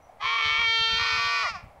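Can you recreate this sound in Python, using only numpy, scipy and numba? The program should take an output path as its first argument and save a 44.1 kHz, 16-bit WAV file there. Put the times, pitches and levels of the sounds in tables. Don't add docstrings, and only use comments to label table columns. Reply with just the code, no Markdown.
import sys
import numpy as np
from scipy import signal
from scipy.fft import rfft, irfft
from scipy.io import wavfile
from scipy.ndimage import uniform_filter1d
from numba import njit

SR = 44100
rng = np.random.default_rng(int(sys.argv[2]) if len(sys.argv) > 2 else 0)


def wav_out(sig):
    wavfile.write(sys.argv[1], SR, np.round(np.clip(np.atleast_2d(sig).T, -1, 1) * 32767).astype(np.int16))


N = 79380
TIME = np.arange(N) / SR


def undb(db):
    return 10 ** (np.asarray(db) / 20)


def unit(x):
    return x / np.sqrt(np.mean(x ** 2))


def curve(table, column=1):
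    rows = np.array(table, float)
    return np.interp(TIME, rows[:, 0], rows[:, column])


def wander(rate_hz):
    span = max(int(SR / rate_hz), 2)
    return unit(uniform_filter1d(uniform_filter1d(rng.standard_normal(N), span), span))


def colour(x, points):
    size = 4096
    hz, db = np.array(points, float).T
    bin_hz = np.arange(size // 2 + 1) * SR / size
    gain = undb(np.interp(np.log(bin_hz + 1), np.log(hz), db))
    cepstrum = irfft(np.log(gain))
    cepstrum[1:size // 2] *= 2
    cepstrum[size // 2 + 1:] = 0
    return signal.fftconvolve(x, irfft(np.exp(rfft(cepstrum))))[:len(x)]


def at_level(x, db):
    power = uniform_filter1d(x ** 2, size=1100)
    return x * undb(db) / np.sqrt(np.abs(power) + 1e-12)


# frequency in Hz, gain in dB.
RUSH_TONE = [(20, 0.5), (150, -10), (380, -13), (600, -1), (800, 0), (1100, -8), (1500, -15), (1900, -17.5),
             (2150, -14.5), (2700, -24.5), (5000, -32), (10000, -35), (16000, -40)]
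def distant_rush(level_db=-54, flicker_db=.6):
    rush = unit(colour(rng.standard_normal(N), RUSH_TONE))
    return rush * undb(level_db + flicker_db * wander(8.4))


# frequency in Hz, gain in dB.
WIND_TONE = [(15, -21), (45, -2.5), (80, 3), (130, -4.5), (200, -12.5), (300, -25), (600, -60.5)]
# time of the peak in seconds, level in dB.
WIND_PUFFS = [(0.056, -66), (.25, -49.5), (.468, -41), (0.524, -47), (0.596, -42.5), (.64, -50),
              (.685, -45.5), (0.81, -42), (.885, -53), (0.934, -39), (0.971, -46.5), (1.016, -38.5),
              (1.07, -52), (1.138, -40), (1.188, -45), (1.26, -44.5), (1.451, -51), (1.519, -48),
              (1.566, -51.5), (1.645, -43), (1.681, -48.5), (1.797, -56)]
def wind(puff_width_s=.016, breeze_db=-70.5, flutter_db=3.5):
    puffs = sum(undb(db) * np.exp(-((TIME - peak_s) / puff_width_s) ** 2) for peak_s, db in WIND_PUFFS)
    rumble = at_level(colour(rng.standard_normal(N), WIND_TONE), 0)
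    breeze = undb(breeze_db + flutter_db * wander(22))
    return rumble * (puffs + breeze)


# frequency in Hz, gain in dB.
CHIRP_TONE = [(5000, -50), (5700, -15), (5900, 0), (6100, -23), (7000, -61)]
def chirp(peak_s=.06, width_s=.045, level_db=-72.5):
    swell = np.exp(-((TIME - peak_s) / width_s) ** 2)
    return undb(level_db) * swell * unit(colour(rng.standard_normal(N), CHIRP_TONE))


def knock(peak_s=.098, width_s=.0035, pitch_hz=713, level_db=-39):
    t = TIME - peak_s
    return undb(level_db) * np.exp(-(t / width_s) ** 2) * np.sin(2 * np.pi * pitch_hz * t)


def count_cycles(pitch_hz, waver=.0007):
    return np.cumsum(pitch_hz * (1 + waver * wander(40))) / SR


def vocal_folds(cycles, roughness, swell, jitter_cycles=.04, shimmer=.6, leak=.42):
    chance = rng.standard_normal((1200, 2))
    timing, size = (np.interp(cycles, np.arange(len(chance)), draws) for draws in chance.T)
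    phase = 2 * np.pi * (cycles + jitter_cycles * roughness * timing)
    pulses = unit(sum(np.cos(k * phase + .12 * k ** 2) for k in range(1, 35)))
    hiss = rng.standard_normal(N) * (1 + np.cos(phase))
    return pulses * (1 + swell + shimmer * roughness * size) + leak * roughness * hiss


@njit
def resonance(x, hz, width_hz):
    y, band, low = np.empty(len(x)), 0., 0.
    for i in range(len(x)):
        step, damping = np.tan(np.pi * hz[i] / SR), width_hz / hz[i]
        ring = (band + step * (x[i] - low)) / (1 + step * (step + damping))
        band, low = 2 * ring - band, low + 2 * step * ring
        y[i] = damping * ring
    return y


# frequency in Hz, gain in dB.
LIP_TONE = [(400, -1.5), (620, 10), (850, 8), (1150, -0.5), (1600, 0), (2050, 8), (2800, -38), (5000, -6.5),
            (10000, -8.5)]
def lips(voice, closure):
    shut = np.clip(curve(closure), 0, 1)
    return (1 - shut) * voice + shut * colour(voice, LIP_TONE)


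def sounding(table):
    return (TIME > table[0][0]) & (TIME < table[-1][0])


# time in seconds, pitch in Hz.
BLEAT_PITCH = [(.2, 402), (0.25, 445.8), (0.294, 458), (0.346, 460.4), (0.442, 444.8), (0.578, 451.7),
               (0.604, 466), (0.656, 453.9), (0.798, 452.5), (0.95, 451.4), (1.026, 463.6), (1.078, 452.6),
               (1.088, 454.8), (1.168, 451), (1.186, 460.6), (1.274, 460.1), (1.33, 462.5), (1.414, 452),
               (1.426, 455), (1.438, 423), (1.448, 401), (1.49, 272)]
# time in seconds, roughness from 0 to 1.
BLEAT_ROUGHNESS = [(.21, .65), (.26, .42), (.29, .2), (.34, .28), (.41, .34), (.45, .18), (.48, .26),
                   (.57, .1), (.595, .4), (.65, .32), (.666, .006), (.982, .006), (.989, .46), (1.175, .38),
                   (1.19, .1), (1.345, .1), (1.365, .26), (1.43, .14), (1.48, .07)]
# time in seconds, depth from 0 to 1.
BEAT_DEPTH = [(.22, .75), (.33, .7), (.39, .65), (.43, .75), (.57, .7), (.62, .3), (.665, 0)]
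# time in seconds, length in fold cycles.
BEAT_PERIOD = [(.25, 2.6), (.28, 3), (.31, 3), (.32, 2.45), (.36, 2.3), (.40, 2.6), (.425, 3)]
# time in seconds, depth from 0 to 1.
DOUBLING_DEPTH = [(1.17, 0), (1.195, .5), (1.42, .5), (1.47, .3)]
def bleat_buzz(beat_swell=.35, beat_shift_cycles=.027):
    cycles = count_cycles(curve(BLEAT_PITCH))
    beat_count = np.cumsum(np.gradient(cycles) / curve(BEAT_PERIOD)) + .07 * wander(50)
    beat = curve(BEAT_DEPTH) * np.cos(2 * np.pi * beat_count)
    swell = beat_swell * beat + curve(DOUBLING_DEPTH) * np.cos(np.pi * cycles)
    return vocal_folds(cycles + beat_shift_cycles * beat, curve(BLEAT_ROUGHNESS), swell)


# frequency in Hz, gain in dB.
OPENING_TONE = [(250, -54), (450, -27), (680, -12.5), (910, -17.5), (1110, 6), (1360, -6.5), (1560, -20.5),
                (1820, -9.5), (2270, 4.5), (2650, -3.5), (2900, -11), (3200, -2), (3700, -14.5),
                (4500, -27), (4900, -31), (5600, -24), (7200, -46.5), (10000, -65), (13000, -62),
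                (16000, -77)]
WIDE_TONE = [(250, -65), (450, -24), (680, -47.5), (910, -15.5), (1360, -9), (1810, -12), (2270, -20.5),
             (2720, -8), (3170, -2), (3620, -9), (4530, -11), (4950, -25.5), (5900, -27), (6800, -37.5),
             (8600, -48), (10500, -74.5), (13000, -49.5), (16000, -62.5)]
CLOSING_TONE = [(250, -52.5), (455, -18.5), (690, -9.5), (915, -13), (1140, 7), (1370, -2.5), (1600, -21),
                (1840, -1.5), (2200, 2.5), (2700, -6), (3200, -10.5), (3650, -14.5), (4150, -7),
                (4600, -10), (5100, -27.5), (6000, -18.5), (7300, -50), (10800, -63), (13200, -46.5),
                (16000, -50)]
# time in seconds, shape (0 opening, 1 wide, 2 closing).
MOUTH_SHAPE = [(.3, 0.45), (.58, 0.29), (.66, 0.32), (.74, 0.72), (.83, 0.86), (.98, 1.16), (.995, 1.57),
               (1.07, 1.56), (1.13, 1.75), (1.25, 1.67), (1.38, 1.9), (1.45, 1.8)]
# time in seconds, frequency in Hz, added gain as a multiplier.
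THROAT_RING = [(.2, 823, 4), (.235, 1040, 4), (.29, 1050, 3), (.33, 1130, 3.5), (.39, 1146, 1.5),
               (.45, 1176, 1)]
# time in seconds, closure (1 is shut).
BLEAT_LIPS = [(.205, 0.56), (.26, 0.1), (1.417, 0.04), (1.462, 0.78)]
# time in seconds, level in dB.
BLEAT_LEVEL = [(.188, -73), (.21, -35), (.25, -25.5), (.45, -24.5), (.66, -23), (.87, -23.5), (1.05, -26),
               (1.3, -27), (1.42, -28), (1.468, -27), (1.495, -37), (1.52, -75)]
def long_bleat(tremor=.077, tremor_hz=22.3):
    buzz = bleat_buzz()
    mouth = np.clip(curve(MOUTH_SHAPE) + tremor * wander(tremor_hz), 0, 2)
    voice = np.zeros(N)
    for shape, tone in enumerate((OPENING_TONE, WIDE_TONE, CLOSING_TONE)):
        share = np.maximum(1 - abs(mouth - shape), 0)
        voice += share * colour(buzz, tone)
    voice += curve(THROAT_RING, column=2) * resonance(voice, curve(THROAT_RING), width_hz=78.)
    return at_level(lips(voice, BLEAT_LIPS), curve(BLEAT_LEVEL)) * sounding(BLEAT_LEVEL)


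# frequency in Hz, gain in dB.
ECHO_TONE = [(200, -10), (700, 6.5), (1400, -3.5), (2400, 8), (4000, -2), (8000, -19), (16000, -31.5)]
def field_echo(voices, gain_db=-25.5, build_s=.13, fade_s=.36):
    envelope = undb(-60 * TIME / fade_s) * np.minimum(TIME / build_s, 1)
    tail = colour(rng.standard_normal(N) * envelope, ECHO_TONE)
    tail /= np.sqrt(np.sum(tail ** 2))
    return undb(gain_db) * signal.fftconvolve(voices, tail)[:N]


# time in seconds, pitch in Hz, level in dB.
ANSWER_CALL = [(.86, 469, -54), (.9, 489, -40), (.95, 489.8, -38), (1.03, 494.4, -32), (1.13, 498.1, -30.5),
               (1.25, 495.4, -30.5), (1.4, 492, -29.5), (1.45, 485.5, -32), (1.5, 457.2, -31),
               (1.53, 426.3, -43), (1.558, 370, -33.5), (1.575, 351, -42.5), (1.68, 337, -70)]
# time in seconds, roughness from 0 to 1.
ANSWER_ROUGHNESS = [(1.0, .06), (1.53, .05), (1.565, .12), (1.595, .5)]
# frequency in Hz, gain in dB.
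ANSWER_TONE = [(250, -57), (495, -34.5), (750, -5), (990, -8.5), (1150, 11), (1470, -1.5), (1980, -7),
               (2480, 2.5), (2950, -10.5), (3460, -11.5), (3960, -12.5), (4950, -5.5), (5450, -11),
               (6400, -22), (7400, -30.5), (10500, -47), (13000, -62), (16000, -70)]
# time in seconds, closure (1 is shut).
ANSWER_LIPS = [(1.53, 0.12), (1.56, 0.65)]
def answering_bleat():
    buzz = vocal_folds(count_cycles(curve(ANSWER_CALL)), curve(ANSWER_ROUGHNESS), swell=0)
    voice = lips(colour(buzz, ANSWER_TONE), ANSWER_LIPS)
    return at_level(voice, curve(ANSWER_CALL, column=2)) * sounding(ANSWER_CALL)


def scene():
    voices = long_bleat() + answering_bleat()
    return (voices + field_echo(voices) + wind() + distant_rush() + chirp() + knock())[None]


def record(dry):
    top_hz = 15700
    return signal.sosfilt(signal.ellip(10, .2, 80, top_hz, fs=SR, output="sos"), dry)


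dry = scene()
out = record(dry)
wav_out(out)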